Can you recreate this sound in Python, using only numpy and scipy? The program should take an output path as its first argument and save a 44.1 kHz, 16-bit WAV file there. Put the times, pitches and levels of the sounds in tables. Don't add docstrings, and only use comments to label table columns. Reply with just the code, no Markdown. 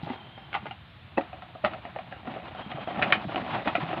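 import sys
import numpy as np
from scipy import signal
from scipy.fft import rfft, irfft, next_fast_len
from scipy.io import wavfile

SR = 44100
rng = np.random.default_rng(int(sys.argv[2]) if len(sys.argv) > 2 else 0)


def unload_wav(signal):
    wavfile.write(
        sys.argv[1],
        SR,
        np.round(np.clip(np.atleast_2d(signal).T, -1, 1) * 32767).astype(np.int16),
    )


N = 176400
TIME, HIT_TIME = np.arange(N) / SR, np.arange(SR // 4) / SR
LIFT_S = 1.0


def from_db(db):
    return 10 ** (np.asarray(db) / 20)


def unit_rms(x):
    return x / np.sqrt(np.mean(x ** 2) + 1e-20)


def onset_rms(x):
    return np.sqrt(np.mean(x[:SR // 100] ** 2) + 1e-20)


def unit_onset(x):
    return x / onset_rms(x)


def fade(t60):
    return np.exp(-np.log(1000) * HIT_TIME / t60)


def swell(length_s):
    t = np.arange(int(length_s * SR)) / SR
    return t, signal.windows.tukey(len(t), .5)


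def add(out, s, sound):
    start = max(int(s * SR), 0)
    out[start:start + len(sound)] += sound[:max(N - start, 0)]


def low_cut(x, hz):
    return signal.sosfilt(signal.butter(2, hz, "high", fs=SR, output="sos"), x)


def drift(hz):
    smoothing = signal.butter(2, hz, fs=SR, output="sos")
    return unit_rms(signal.sosfilt(smoothing, rng.standard_normal(N + SR))[SR:])


def shaped(x, spectrum):
    hz, db = np.transpose(spectrum)
    size = next_fast_len(N + SR // 10)
    bins = np.arange(size // 2 + 1) * SR / size
    gain = from_db(np.interp(np.log(bins + 1), np.log(hz), db))
    return irfft(rfft(x, size) * gain, size)[..., :N]


def coloured_noise(spectrum):
    return unit_rms(shaped(rng.standard_normal(N), spectrum))


def field_rumble(level_db=-49.5):
    # (frequency [Hz], relative density [dB])
    air_spectrum = [(25, -29), (45, -17), (70, 0.5), (125, 3), (200, -5.5), (400, -21), (750, -14.5),
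                    (3200, -17.5), (4500, -19.5), (7000, -34)]
    return from_db(level_db) * coloured_noise(air_spectrum)


def distant_birds(glide_share=0.13, flutter_hz=60.4, waver_depth_hz=55.4):
    # (time [s], length [s], level [dB], first pitch [Hz], last pitch [Hz])
    bird_calls = [(0, 0.58, -55, 3324, 3136), (0.347, .15, -59, 4200, 5230), (0.845, .19, -59, 4200, 5350),
                  (2.082, 0.143, -59, 2950, 2800), (2.48, .54, -53.5, 3373, 3183)]
    out = np.zeros(N)
    for s, length_s, db, first_hz, last_hz in bird_calls:
        t, envelope = swell(length_s)
        flutter, waver = drift(flutter_hz)[:len(t)], drift(flutter_hz)[:len(t)]
        glide = (first_hz - last_hz) * np.exp(-t / (glide_share * length_s))
        pitch = last_hz + glide + waver_depth_hz * waver
        whistle = np.sin(2 * np.pi * np.cumsum(pitch) / SR)
        add(out, s, from_db(db) * envelope * (1 + .5 * flutter) * whistle)
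    return out


def crate_ring(grounded, scatter_db=3.5, detune_spread=.012):
    # (frequency [Hz], relative level [dB], t60 [s])
    crate_modes = [(199.8, -2.5, 0.052), (318.5, 0, 0.051), (420, -6.5, 0.022), (564, -9.5, 0.086),
                   (642, -2.5, 0.053), (734.4, 0.5, 0.045), (826, -5.5, .03), (1109, -4.5, 0.02),
                   (1310, -1, 0.022), (1616, -7.5, 0.012), (1884, -2, 0.017), (2180, -5, 0.009),
                   (2527, -3.5, 0.018), (2900, -5, 0.0097)]
    hz, db, t60 = np.transpose(crate_modes)
    register = np.searchsorted((500, 1000), hz)
    if grounded:
        db = db - 9 * (hz < 700)
        hz = hz * 1.095
    weight, detune = rng.standard_normal((2, len(hz)))
    gain = from_db(db + scatter_db * weight) * rng.choice([-1, 1], len(hz))
    pitch = hz * (1 + detune_spread * detune)
    modes = gain[:, None] * fade(t60[:, None]) * np.sin(2 * np.pi * pitch[:, None] * HIT_TIME)
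    return [modes[register == k].sum(axis=0) for k in range(3)]


def jostling(per_s=80, spot_count=12, registers_db=(-7.5, -2, -9)):
    def spot_ring(grounded):
        return sum(from_db(db) * unit_onset(ring) for ring, db in zip(crate_ring(grounded), registers_db))

    on_ground = [spot_ring(grounded=True) for _ in range(spot_count)]
    lifted = [spot_ring(grounded=False) for _ in range(spot_count)]
    sizes = from_db(-0.5 * np.minimum(rng.exponential(1, N), 3)) * rng.choice([-1, 1], N)
    spot = rng.integers(0, spot_count, N)
    out = np.zeros(N)
    for i in np.flatnonzero(rng.random(N) < per_s / SR):
        rings = on_ground if TIME[i] < LIFT_S else lifted
        add(out, TIME[i], sizes[i] * rings[spot[i]])
    return unit_rms(out)


def sliding_load(jostle_gain_db=1, rub_gain_db=2, flicker_db=4, flicker_hz=16.5):
    # (time [s], level [dB])
    slide_levels = [(0, -49), (0.12, -44.5), (0.33, -62), (0.7, -53.5), (0.85, -80), (1.12, -63),
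                    (1.28, -51), (1.61, -62), (1.68, -44), (1.82, -54.5), (2.21, -51.5), (2.33, -44),
                    (2.5, -49), (2.85, -43.5), (3.0, -36.5), (3.17, -41.5), (3.225, -43.5), (3.37, -36.5),
                    (3.49, -42), (3.54, -36.5), (3.64, -44), (3.82, -39)]
    # (frequency [Hz], relative density [dB])
    rub_spectrum = [(60, -14.5), (120, 2.5), (250, 0.5), (450, -10), (740, -1), (1000, -2), (1700, -9.5),
                    (2800, -11.5), (4000, -18.5), (12000, -17.5)]
    rub = from_db(rub_gain_db + flicker_db * drift(flicker_hz)) * coloured_noise(rub_spectrum)
    level = from_db(np.interp(TIME, *np.transpose(slide_levels)))
    return level * (from_db(jostle_gain_db) * jostling() + rub)


def rustles(crinkles_per_s=1500):
    # (time [s], length [s], level [dB])
    rustle_runs = [(0.02, 0.054, -36.5), (0.08, 0.093, -42.5), (2.542, 0.017, -41), (2.808, 1.7, -42)]
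    crinkles = (rng.random(N) < crinkles_per_s / SR) * rng.standard_normal(N)
    level = np.zeros(N)
    for s, length_s, db in rustle_runs:
        add(level, s, from_db(db) * swell(length_s)[1])
    return level * unit_rms(low_cut(crinkles, hz=4200))


def thuds(attack_s=0.001, t60_s=0.076, overtone_db=-10):
    # (time [s], level [dB], pitch [Hz])
    landings = [(0.031, -31.5, 161.6), (0.102, -30.5, 250), (0.629, -41, 194), (2.278, -36, 246),
                (2.662, -38, 205), (2.745, -33, 145), (2.975, -35.5, 218), (3.075, -35, 216),
                (3.171, -35, 204), (3.251, -33.5, 209), (3.271, -31, 142), (3.422, -33.5, 239),
                (3.78, -31.5, 305), (3.828, -28.5, 164)]
    envelope = fade(t60_s) * (1 - np.exp(-HIT_TIME / attack_s))
    out = np.zeros(N)
    for s, db, hz in landings:
        phase = 2 * np.pi * hz * HIT_TIME
        overtone_ratio = 1.347 * rng.uniform(0.85, 1.6)
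        body = np.sin(phase) + from_db(overtone_db) * np.sin(phase * overtone_ratio)
        add(out, s, from_db(db) * unit_onset(body * envelope))
    return out


def rattled_click():
    rattle = from_db(-28) * fade(t60=0.079)
    scattering = from_db(-37.5) * fade(t60=0.2)
    drive = rng.standard_normal(len(HIT_TIME)) * (rattle + scattering)
    drive[0] = 1
    return drive


def crate_knocks(graze_s=.007, graze_db=-27, crack_vs_treble_db=-4.5):
    # (time [s], bass [dB], middle [dB], treble [dB])
    wall_hits = [(0.071, -40.5, -37, -59), (0.099, -43.5, -38.5, -43.5), (0.53, -67, -45.5, -36.5),
                 (0.542, -84, -36, -32), (0.55, -60, -29, -28), (0.563, -62, -33.5, -40.5),
                 (0.657, -50, -39.5, -42.5), (0.666, -45, -38.5, -40.5), (0.71, -53, -37.5, -39.5),
                 (1.175, -27.5, -31.5, -40), (1.18, -24.5, -20.5, -32), (1.21, -47.5, -56, -39.5),
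                 (1.33, -59, -38.5, -49), (1.422, -57, -43.5, -44), (1.642, -35, -22.5, -36),
                 (1.648, -33.5, -28, -23), (1.662, -55, -30.5, -33.5), (1.735, -56, -43.5, -39),
                 (1.852, -63.5, -37, -43.5), (1.961, -60, -31.5, -44.5), (1.988, -62, -34, -40.5),
                 (2.124, -64, -39, -40.5), (2.274, -44.5, -34.5, -40), (2.716, -47.5, -45, -38),
                 (3.017, -38, -31, -31.5), (3.024, -39, -37.5, -22), (3.029, -48, -28.5, -24),
                 (3.104, -39, -30, -37.5), (3.124, -51.5, -31.5, -14.5), (3.359, -36.5, -31, -32),
                 (3.379, -36.5, -34.5, -33.5), (3.675, -34.5, -25.5, -28.5), (3.68, -38, -42, -29),
                 (3.753, -37, -24, -24.5), (3.93, -34, -29.5, -37.5)]
    graze_rise = from_db(graze_db) * np.linspace(0, 1, int(graze_s * SR))
    out = np.zeros(N)
    for s, *levels_db in wall_hits:
        crack_noise, graze_noise = rng.standard_normal((2, len(HIT_TIME)))
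        graze = graze_rise * graze_noise[:len(graze_rise)]
        drive = rattled_click()
        rings = crate_ring(grounded=s < LIFT_S)
        for register, (ring, db) in enumerate(zip(rings, levels_db)):
            lead_in = graze * (register < 2)
            knock = signal.fftconvolve(np.r_[lead_in, drive], ring)[:len(drive)]
            add(out, s - graze_s, from_db(db) * knock / onset_rms(knock[len(graze):]))
        crack = low_cut(crack_noise * fade(t60=0.1), hz=2470)
        add(out, s, from_db(levels_db[-1] + crack_vs_treble_db) * unit_onset(crack))
    return out


def hollow_bumps():
    # (time [s], level [dB], pitch [Hz])
    fruit_hits = [(0.378, -42, 788), (1.552, -39.5, 690), (2.362, -37, 666), (2.549, -39, 768),
                  (2.593, -40, 708), (2.784, -35, 655), (2.875, -33.5, 700), (2.962, -32, 773),
                  (2.993, -29.5, 727), (3.071, -33.5, 704), (3.295, -36, 815), (3.467, -37.5, 970),
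                  (3.566, -32.5, 793), (3.659, -32, 560)]
    # (multiple of its pitch [ratio], relative level [dB], t60 [s])
    fruit_modes = [(.84, -13, 0.064), (1, 2, 0.046), (1.75, -5.5, .02)]
    out = np.zeros(N)
    for s, db, hz in fruit_hits:
        ring = sum(from_db(mode_db) * fade(t60) * np.sin(2 * np.pi * hz * multiple * HIT_TIME)
                   for multiple, mode_db, t60 in fruit_modes)
        bump = signal.fftconvolve(rattled_click(), ring)[:len(ring)]
        add(out, s, from_db(db) * unit_onset(bump))
    return out


def handle_squeak(at_s=1.171, pitch_hz=2610, level_db=-33):
    out = np.zeros(N)
    t, envelope = swell(length_s=.016)
    add(out, at_s, from_db(level_db) * envelope * np.sin(2 * np.pi * pitch_hz * t))
    return out


def scene():
    handling = crate_knocks() + thuds() + hollow_bumps() + sliding_load() + handle_squeak() + rustles()
    return (low_cut(handling, hz=85) + field_rumble() + distant_birds())[None]


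def record(dry, hiss_db=-84.5, cutoff_hz=15500):
    # (frequency [Hz], gain [dB])
    mic_response = [(3700, 0), (4400, -11.5), (5000, -21.5), (5500, -32), (6500, -39.5), (8000, -53.5),
                    (11800, -41), (15000, -48)]
    heard = shaped(dry, mic_response) + from_db(hiss_db) * rng.standard_normal(dry.shape)
    return signal.sosfilt(signal.ellip(10, .1, 80, cutoff_hz, fs=SR, output="sos"), heard)


dry = scene()
out = record(dry)
unload_wav(out)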